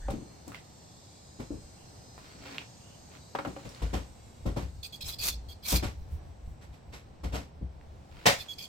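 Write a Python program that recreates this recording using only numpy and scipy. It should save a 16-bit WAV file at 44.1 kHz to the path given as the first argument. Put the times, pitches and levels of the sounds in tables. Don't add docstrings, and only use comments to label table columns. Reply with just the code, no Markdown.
import sys
import numpy as np
from scipy import signal
from scipy.fft import rfft, irfft, next_fast_len
from scipy.io import wavfile
from scipy.ndimage import uniform_filter1d, map_coordinates

SR = 44100
rng = np.random.default_rng(int(sys.argv[2]) if len(sys.argv) > 2 else 0)


def generate_wav(signal):
    frames = np.transpose(np.atleast_2d(signal))
    scaled = np.clip(frames, -1, 1) * 32767
    pcm = np.round(scaled).astype(np.int16)
    wavfile.write(sys.argv[1], SR, pcm)


N = 382788

# start_s, knock_db, thud_db, hardness (0 soft to 1 hard), rise_s
BUMP_EVENTS = [(0.098, -36, -65, 0.73, 0.0022), (0.138, -37.5, -50, 0.1, 0.0044),
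               (0.209, -47, -56, 0.4, 0.0032), (0.474, -43.5, -68, 0.68, 0.004),
               (1.389, -40.5, -47, 0.73, 0.013), (1.505, -35.5, -44.5, 0, 0.0025),
               (1.537, -45, -52, 0, 0.0031), (2.347, -50.5, -72, 0.6, 0.0019),
               (2.404, -56, -72, 0.4, 0.0012), (3.463, -38, -48, 0.64, 0.012),
               (3.645, -43.5, -51, 0.79, 0.0084), (3.816, -37.5, -28, 0.8, 0.0053),
               (3.929, -32, -32.5, 0.83, 0.0091), (4.455, -30.5, -30, 0.62, 0.0058),
               (4.56, -32.5, -39.5, 0.75, 0.0086), (4.614, -52, -34.5, 1, 0.0039),
               (5.721, -31.5, -24.5, 0.88, 0.0015), (5.822, -35, -36.5, 0.93, 0.01),
               (7.232, -40, -33.5, 0.83, 0.0093), (7.318, -36, -35, 0.9, 0.035),
               (7.612, -44.5, -34, 0.1, 0.0046)]
# freq_hz, level_db (per Hz)
KNOCK_COLOUR = [(60, -17), (120, 8), (170, 2), (290, -1), (450, -7.5), (620, -16), (1200, -67)]
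# start_s, length_s, hiss_db, whistle_db, whistle_hz
SPURT_EVENTS = [(4.827, 0.042, -42, -62, 3510), (4.922, 0.04, -46, -46.5, 3340),
                (5.006, 0.024, -40, -50, 3270), (5.038, 0.054, -43, -76, 3450),
                (5.117, 0.03, -44, -49, 3430), (5.183, 0.052, -37, -45.5, 4520),
                (5.319, 0.025, -47, -50, 3470), (5.483, 0.046, -49.5, -52.5, 3270),
                (8.383, 0.044, -42, -46.5, 3500), (8.481, 0.055, -51.5, -39.5, 3350),
                (8.581, 0.071, -44, -54.5, 3330)]
# freq_hz, level_db (per Hz)
JET_COLOUR = [(300, -8), (1200, -3), (1800, -7.5), (2600, -3.5), (4200, 0), (6000, 2.5), (8000, -1),
              (11000, -1), (14500, 4.5), (15700, -9)]
# freq_hz, width_hz, level_db
BORE_RESONANCES = [(2480, 130, -5), (3380, 150, -1), (4250, 260, 1), (4900, 170, 0), (6500, 220, -10),
                   (8020, 260, -9), (13300, 1200, -12)]


def amp(db):
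    return 10 ** (np.asarray(db) / 20)


def unit(x):
    return x / np.sqrt(np.mean(x ** 2) + 1e-20)


def along(points, hz):
    f, v = np.transpose(points)
    return np.interp(np.log(hz + 1), np.log(f + 1), v)


def clock():
    return np.arange(N) / SR


def wobble(rate, size=N):
    knots = rng.standard_normal(int(size * rate / SR) + 4)
    return map_coordinates(knots, [np.arange(size) * rate / SR])


def sine_phase(hz):
    return 2 * np.pi * np.cumsum(hz) / SR


def filtered(x, response):
    size = x.shape[-1]
    padded = next_fast_len(size + 4096)
    return irfft(rfft(x, padded) * response(np.fft.rfftfreq(padded, 1 / SR)), padded)[..., :size]


def noise(spectrum, size=N):
    # freq_hz, coherence (-1 to 1)
    likeness = [(60, 0.86), (140, 0.92), (300, 0.45), (800, -0.015), (1400, -0.15), (2400, 0.33),
                (15000, 0.18)]

    def shape(hz):
        turn = np.arccos(along(likeness, hz)) / 2
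        return amp(along(spectrum, hz)) * np.array([np.cos(turn), np.sin(turn)])

    mid, side = filtered(rng.standard_normal((2, size)), shape)
    return unit(np.array([mid + side, mid - side]))


def ports(hz, lead_s):
    return np.exp(1j * np.pi * hz * lead_s * np.array([[1], [-1]]))


def aimed(spectrum, size, lead_s, diffuse_db):
    ray = filtered(rng.standard_normal(size), lambda hz: amp(along(spectrum, hz)) * ports(hz, lead_s))
    return unit(unit(ray) + amp(diffuse_db) * noise(spectrum, size=size))


def strike(t, rise, t60):
    return np.minimum(t / (rise + 1e-5), 1) * amp(-60 * np.maximum(t - rise, 0) / (t60 + 1e-4))


def gate(length, rise, t60):
    t = np.arange(SR // 4) / SR
    return np.clip(t / rise, 0, 1) * amp(-60 * np.maximum(t - length, 0) / t60)


def arch(s, length):
    return np.sin(np.pi * np.clip((clock() - s) / length, 0, 1))


def pan(left_db):
    return amp([[left_db / 2], [-left_db / 2]])


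def add(out, s, x):
    part = out[:, max(round(s * SR), 0):][:, :x.shape[-1]]
    part += x[..., :part.shape[1]]


def ringing(modes, t, t60):
    ring = 0
    for hz, db in modes:
        pitch = hz * (1 + 0.01 * rng.standard_normal())
        ring = ring + amp(db + 2 * rng.standard_normal()) * np.sin(2 * np.pi * pitch * t)
    return ring * strike(t, 0.0021, t60)


def resonant(resonances, size, detune, flutter_db):
    out = 0
    for hz, width, db in resonances:
        centre = hz * (1 + detune * rng.standard_normal())
        raw = rng.standard_normal((2, size))
        note = unit(filtered(raw, lambda f: 1 / (1 + 1j * (f - centre) / width) ** 2))
        out = out + amp(db + flutter_db * wobble(45, size=size)) * note
    return unit(out)


def patchy(x, depth_db):
    z = signal.stft(x, nperseg=1024)[2]
    across_bands = uniform_filter1d(rng.standard_normal(z.shape[1:]), size=3, axis=0)
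    field = uniform_filter1d(across_bands, size=40, axis=1)
    return signal.istft(z * amp(depth_db * unit(field)))[1][:, :N]


def chorus():
    full_voice = [0.052, 8.55]
    full_db, hold_s, swell_db_per_s, fade_db_per_s = -62.5, 3.98, 17.5, 5
    t = clock()
    drops = [swell_db_per_s * np.maximum(s - t, 0) + fade_db_per_s * np.maximum(t - s - hold_s, 0)
             for s in full_voice]
    return amp(full_db - np.min(drops, axis=0))


def whine():
    # start_s, length_s, level_db, clicks_per_s
    insects = [(0.02, 1.5, -64, 283), (0.6, 3.5, -62.5, 263.5), (1.0, 3.0, -65.5, 215.5)]
    # freq_hz, level_db
    colour = [(3300, -25), (4000, 0), (7700, -1), (9200, -13)]
    flat_share, settle_s, swell_db = .03, .22, 4.3
    out = np.zeros((2, N))
    for s, length, db, rate in insects:
        age = clock()[:int(length * SR)]
        waver = .0026 * wobble(2, size=len(age)) + .0018 * wobble(90, size=len(age))
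        turns = sine_phase(rate * (1 + waver - flat_share * np.exp(-age / settle_s)))
        knots, voice = np.arange(0, length + .5, .25), 0
        for k in np.arange(colour[0][0] // rate, colour[-1][0] // rate):
            line_db = np.interp(age, knots, swell_db * rng.standard_normal(len(knots)))
            line = np.sin(k * turns + rng.uniform(0, 2 * np.pi, (2, 1)))
            voice = voice + amp(along(colour, k * rate) + line_db) * line
        presence = np.sqrt(np.abs(np.sin(np.pi * age / length)))
        add(out, s, amp(db) * presence * unit(voice))
    return out


def outdoors():
    # freq_hz, level_db (per Hz)
    air_colour = [(30, -36), (60, 2.5), (120, 4.5), (220, -2.5), (400, -8), (780, -7.5), (1300, -18.5),
                  (2500, -24.5), (6000, -31.5), (9000, -85), (15800, -89)]
    fizz_colour = [(2000, -7), (3300, -6), (4200, 0), (6500, -2.5), (8400, 0), (10000, -23.5),
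                   (12500, -10.5), (15500, -32)]
    air = amp(-53.5 + 1.2 * wobble(4.7)) * noise(air_colour)
    return air + whine() + chorus() * patchy(noise(fizz_colour), depth_db=3.9)


def bird():
    # start_s, length_s, level_db, pitch_hz, glide_hz_per_s
    notes = [(0.0, 0.073, -58, 1780, -1300), (1.76, 0.07, -66.5, 2780, 0), (2.8, 0.17, -64.5, 2820, 500)]
    out, t = np.zeros((2, N)), np.arange(SR // 4) / SR
    for s, length, db, hz, glide in notes:
        phase = sine_phase(hz + glide * t + 130 * wobble(600, size=len(t)))
        flutter = unit(amp(2.2 * wobble(138, size=len(t))))
        add(out, s, amp(db) * flutter * gate(length, rise=0.0057, t60=0.1) * np.sin(phase))
    return out


def porch(x):
    # freq_hz, t60_s
    decay = [(150, 0.052), (700, 0.14), (2500, 0.23), (6000, 0.26), (14000, 0.1)]
    hz, t, z = signal.stft(rng.standard_normal((2, SR // 2)), SR, nperseg=256)
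    tail = signal.istft(z * amp(-60 * t / along(decay, hz)[:, None]), SR, nperseg=256)[1]
    return signal.fftconvolve(x, tail / np.linalg.norm(tail[0]), axes=1)[:, :N]


def sway():
    # freq_hz, level_db (per Hz)
    rumble_colour = [(20, -3), (40, -0.5), (56, 4), (75, 6.5), (110, -6), (170, -15), (300, -52.5)]
    # start_s, length_s, level_db, pitch_hz
    shifts = [(-0.05, 0.26, -38, 47.7), (5.18, 0.42, -42.5, 59.5), (5.995, 0.82, -51, 61.6)]
    rest_db, stir_db, settle_db_per_s = -71.5, -16, 10
    t = clock()
    power = amp(rest_db) ** 2
    for s, _, thud_db, _, _ in BUMP_EVENTS:
        stirred = amp(thud_db + stir_db - settle_db_per_s * np.abs(t - s)) * (t > s)
        power = power + stirred ** 2
    rumble = np.sqrt(power) * unit(noise(rumble_colour) * amp(6.6 * wobble(14)))
    for s, length, db, hz in shifts:
        phase = sine_phase(hz * (1 + 0.26 * wobble(70)))
        rumble = rumble + amp(db + 4.2 * wobble(22)) * arch(s, length) * np.sqrt(2) * np.sin(phase)
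    return rumble


def knock(t, rise):
    return noise(KNOCK_COLOUR, size=len(t)) * strike(t, rise, 0.27)


def scuff(t, rise):
    # freq_hz, level_db (per Hz)
    colour = [(400, 3), (900, 7.5), (2000, 7.5), (4500, 1), (8000, -3.5), (10000, -12.5), (13000, -8.5),
              (16000, -26)]
    grains = amp(1.3 * wobble(501, size=len(t)))
    slip = aimed(colour, size=len(t), lead_s=0.00025, diffuse_db=1.5)
    return unit(slip * grains) * strike(t, rise, 0.25)


def bumps():
    # freq_hz, level_db, t60_s
    mount_modes = [(57.6, 0.5, 0.31), (82.2, -9, 0.31), (120.6, -6, 0.1), (160.3, -11.5, 0.22)]
    # freq_hz, level_db
    bench_modes = [(150, -5), (232, -2.5), (291, 3.5)]
    # freq_hz, level_db (per Hz)
    clack_colour = [(250, -2), (460, 6), (750, 4), (1000, 1), (1400, -6), (2500, -44)]
    clack_db, clack_soft_db, scuff_db, scuff_soft_db = 0, 18.5, 1, 41.5
    out, t = np.zeros((2, N)), np.arange(SR // 2) / SR
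    for s, db, thud_db, hardness, rise in BUMP_EVENTS:
        thud = 0
        for hz, mode_db, life in mount_modes:
            pitch = hz * np.exp(0.073 * rng.standard_normal())
            thud = thud + amp(mode_db) * strike(t, 0.02, life) * np.sin(2 * np.pi * pitch * t)
        soft = 1 - hardness
        bench = amp(3.0) * soft * ringing(bench_modes, t, t60=0.087)
        wood = amp(1.5) * knock(t, rise + 0.00073) + bench
        clack = noise(clack_colour, size=len(t)) * strike(t, rise, 0.23)
        contact = wood + amp(clack_db - clack_soft_db * soft) * clack
        contact = contact + amp(scuff_db - scuff_soft_db * soft) * scuff(t, rise + 0.0042)
        add(out, s, amp(thud_db + 5.5) * thud + amp(db) * pan(0.46) * contact)
    return out


def brushes():
    # start_s, level_db
    passes = [(6.606, -56), (6.72, -59), (6.921, -47)]
    out, t = np.zeros((2, N)), np.arange(SR // 2) / SR
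    for s, db in passes:
        add(out, s, amp(db) * (scuff(t, rise=0.021) + amp(-2) * knock(t, rise=0.013)))
    return out


def rubbing():
    # start_s, length_s, level_db
    strokes = [(2.127, 0.29, -56), (2.376, 0.3, -47.5), (3.095, 0.11, -54.5), (3.404, 0.7, -56),
               (8.064, 0.5, -53.5)]
    # start_s, length_s, level_db, pitch_hz
    grips = [(2.387, 0.25, -51.5, 272), (2.4, 0.13, -57, 401)]
    # freq_hz, level_db (per Hz)
    slide_colour = [(150, -25), (270, -2), (500, -4), (1000, -3), (2500, -6), (4500, -11), (8000, -28.5)]
    speed = sum(amp(db) * arch(s, length) for s, length, db in strokes)
    groan = 0
    for s, length, db, hz in grips:
        groan = groan + amp(db) * arch(s, length) * np.sin(sine_phase(hz + 20 * wobble(110)))
    grains = amp(2.5 * wobble(300) + 2.5 * wobble(1100))
    return speed * unit(noise(slide_colour) * grains) + groan


def bang():
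    # start_s, level_db
    slams = [(8.255, -5.5)]
    # freq_hz, level_db
    panel_modes = [(463, 1), (708, 3), (750, 2), (800, -1), (1040, 1), (1580, -7), (1832, -4), (2018, -6),
                   (2301, -5), (2572, -3), (2977, -4)]
    # freq_hz, level_db (per Hz)
    crash_colour = [(35, -16), (60, 0), (140, 2.5), (220, -7), (360, -13), (470, -4.5), (720, 0),
                    (1000, -7.5), (1400, -8.5), (1850, -3), (2700, -8), (4000, -10), (7500, -15.5),
                    (10000, -23.5), (15800, -25.5)]
    lead_s = 0.000312
    out, t = np.zeros((2, N)), np.arange(SR // 2) / SR
    for s, db in slams:
        modes = sum(amp(mode_db) * np.sin(2 * np.pi * hz * t + rng.uniform(0, 2 * np.pi))
                    for hz, mode_db in panel_modes)
        ring = unit(filtered(modes, lambda hz: ports(hz, lead_s)))
        rough = amp(1.1 * wobble(680, size=len(t)))
        crash = unit(aimed(crash_colour, size=len(t), lead_s=lead_s, diffuse_db=4.5) * rough)
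        contact = amp(db - 9.0) * crash * strike(t, 0.013, 0.22)
        add(out, s, contact + amp(db - 14.0) * ring * strike(t, 0.0036, 0.16))
    return out * pan(1.2)


def taps():
    # start_s, level_db, t60_s, crispness_db
    blows = [(0.083, -23, 0.094, -15.5), (3.35, -28.5, 0.096, 3), (3.387, -30, 0.16, 2),
             (3.449, -30, 0.15, 0), (3.563, -36.5, 0.19, -6)]
    # freq_hz, level_db
    can_modes = [(296, -3), (560, -0.5), (790, -2.5), (875, -12.5), (1200, -13)]
    # freq_hz, level_db (per Hz)
    contact_colour = [(200, -15), (600, 0.5), (1300, -1.5), (1740, -9), (2300, -11.5), (9000, -38),
                      (12000, -38)]
    out, t = np.zeros((2, N)), np.arange(SR // 4) / SR
    for s, db, t60, crisp_db in blows:
        since_rebound = np.maximum(t - rng.uniform(0.0047, 0.01), 0)
        touches = strike(t, 0.00051, 0.018) + 0.25 * strike(since_rebound, 0.00042, 0.015)
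        touches = touches + 0.5 * strike(t, 0.0027, t60)
        contact = amp(crisp_db - 2.0) * noise(contact_colour, size=len(t)) * touches
        ring = amp(-7.5) * ringing(can_modes, t, t60)
        body = amp(-19.0) * noise(KNOCK_COLOUR, size=len(t)) * strike(t, 0.0076, 0.78)
        add(out, s, amp(db) * (contact + ring + body))
    return out * pan(0.77)


def clicks():
    # start_s, level_db, pitch_hz, scatter_db
    contacts = [(0.1098, -39.5, 8700, -21), (0.4798, -36.5, 7400, -2), (0.519, -38, 1290, 6.5),
                (0.5457, -32, 2020, 5.5), (2.1793, -35.5, 1040, 0), (2.5829, -17, 2770, -26),
                (3.6914, -40, 5450, 2), (3.748, -38.5, 4260, 0), (7.812, -45, 1900, -12)]
    crack_db, crack_db_per_octave = -33, 13.5
    out, t = np.zeros((2, N)), np.arange(SR // 4) / SR
    for s, db, hz, scatter_db in contacts:
        snap = np.sin(2 * np.pi * hz * t) * strike(t, 0.00016, 0.0034)
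        crack_gain = amp(crack_db + crack_db_per_octave * np.log2(hz / 2000))
        crack = crack_gain * rng.standard_normal((2, len(t))) * strike(t, .0001, 0.0067)
        around = [(hz / 4, -14), (hz * 0.84, -8), (hz, 2), (hz * 1.08, -6), (hz * 2, -12), (hz * 4, -30)]
        fading = strike(t, 0.00063, 0.014) + 0.33 * strike(t, 0.01, 0.19)
        scatter = noise(around, size=len(t)) * fading
        add(out, s, amp(db) * (snap + crack + amp(scatter_db - 11.0) * scatter))
    return out * pan(-0.93)


def scratches():
    # start_s, level_db, t60_s
    slides = [(0.545, -41, .13), (2.589, -43, .09)]
    # freq_hz, width_hz, level_db
    body = [(1980, 140, -4), (2330, 300, -1), (3380, 900, -5)]
    out, t = np.zeros((2, N)), np.arange(SR // 4) / SR
    for s, db, t60 in slides:
        slips = unit(amp(3 * wobble(260, size=len(t))))
        ring = resonant(body, size=len(t), detune=0, flutter_db=12.5)
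        add(out, s, amp(db) * strike(t, 0.002, t60) * slips * ring)
    return out


def whistle():
    held_share, leap_hz = 0.79, 4450
    out = np.zeros((2, N))
    for s, length, hiss_db, db, hz in SPURT_EVENTS:
        held = length * held_share
        sung = (s, held, db, hz, 28)
        leap = (s + held, length - held, (db + hiss_db) / 2, leap_hz * rng.uniform(.97, 1.08), 170)
        for start, span, note_db, note_hz, waver_hz in [sung, leap]:
            phase = sine_phase(note_hz + waver_hz * wobble(690, size=SR // 4))
            overtones = amp(-17) * np.sin(2 * phase) + amp(-20) * np.sin(4 * phase)
            tone = np.sqrt(2) * (np.sin(phase) + overtones)
            flutter = unit(amp(2 * wobble(350, size=len(tone))))
            add(out, start, amp(note_db) * gate(span, rise=0.014, t60=0.026) * flutter * tone)
    return out * pan(-4)


def spurts():
    out, size = np.zeros((2, N)), SR // 4
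    for s, length, db, _, _ in SPURT_EVENTS:
        gurgle = amp(3 * wobble(160, size=size))
        bores = unit(gurgle * resonant(BORE_RESONANCES, size=size, detune=.03, flutter_db=5))
        droplets = unit(amp(4 * wobble(1200, size=size)) * noise(JET_COLOUR, size=size))
        spit = bores + amp(-8) * droplets
        add(out, s, amp(db - 1.5) * gate(length, rise=0.0062, t60=0.077) * spit)
    return out * pan(-1.3)


def jets():
    # start_s, length_s, level_db, opening_s
    openings = [(5.035, 0.072, -40.5, 0.059), (5.197, 0.097, -31.5, 0.047), (5.621, 0.15, -32, 0.074)]
    out, size = np.zeros((2, N)), SR // 4
    for s, length, db, opening in openings:
        flow = gate(length, rise=opening, t60=0.16)
        broad = unit(aimed(JET_COLOUR, size=size, lead_s=-0.000032, diffuse_db=2.0))
        bores = resonant(BORE_RESONANCES, size=size, detune=.03, flutter_db=5)
        droplets = unit(amp(2 * wobble(700, size=size) + 1.4 * wobble(110, size=size)))
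        spray = amp(db + 1.5) * flow ** 2 * broad + amp(db - 4.5) * flow * bores
        add(out, s, droplets * spray)
    return out


def scene():
    handling = bumps() + brushes() + clicks() + scratches() + taps() + bang() + rubbing()
    can = spurts() + jets() + whistle()
    echo = porch(amp(-8.5) * handling + amp(-13.5) * can + bird())
    return handling + can + echo + sway() + outdoors()


def record(dry):
    # freq_hz, left_minus_right_db
    port_difference = [(120, 0), (600, 1.5), (2500, -2), (13000, 0)]
    top_hz = 15850

    def response(hz):
        return amp(np.outer([.5, -.5], along(port_difference, hz))) * (hz < top_hz)

    return filtered(dry, response)


dry = scene()
out = record(dry)
generate_wav(out)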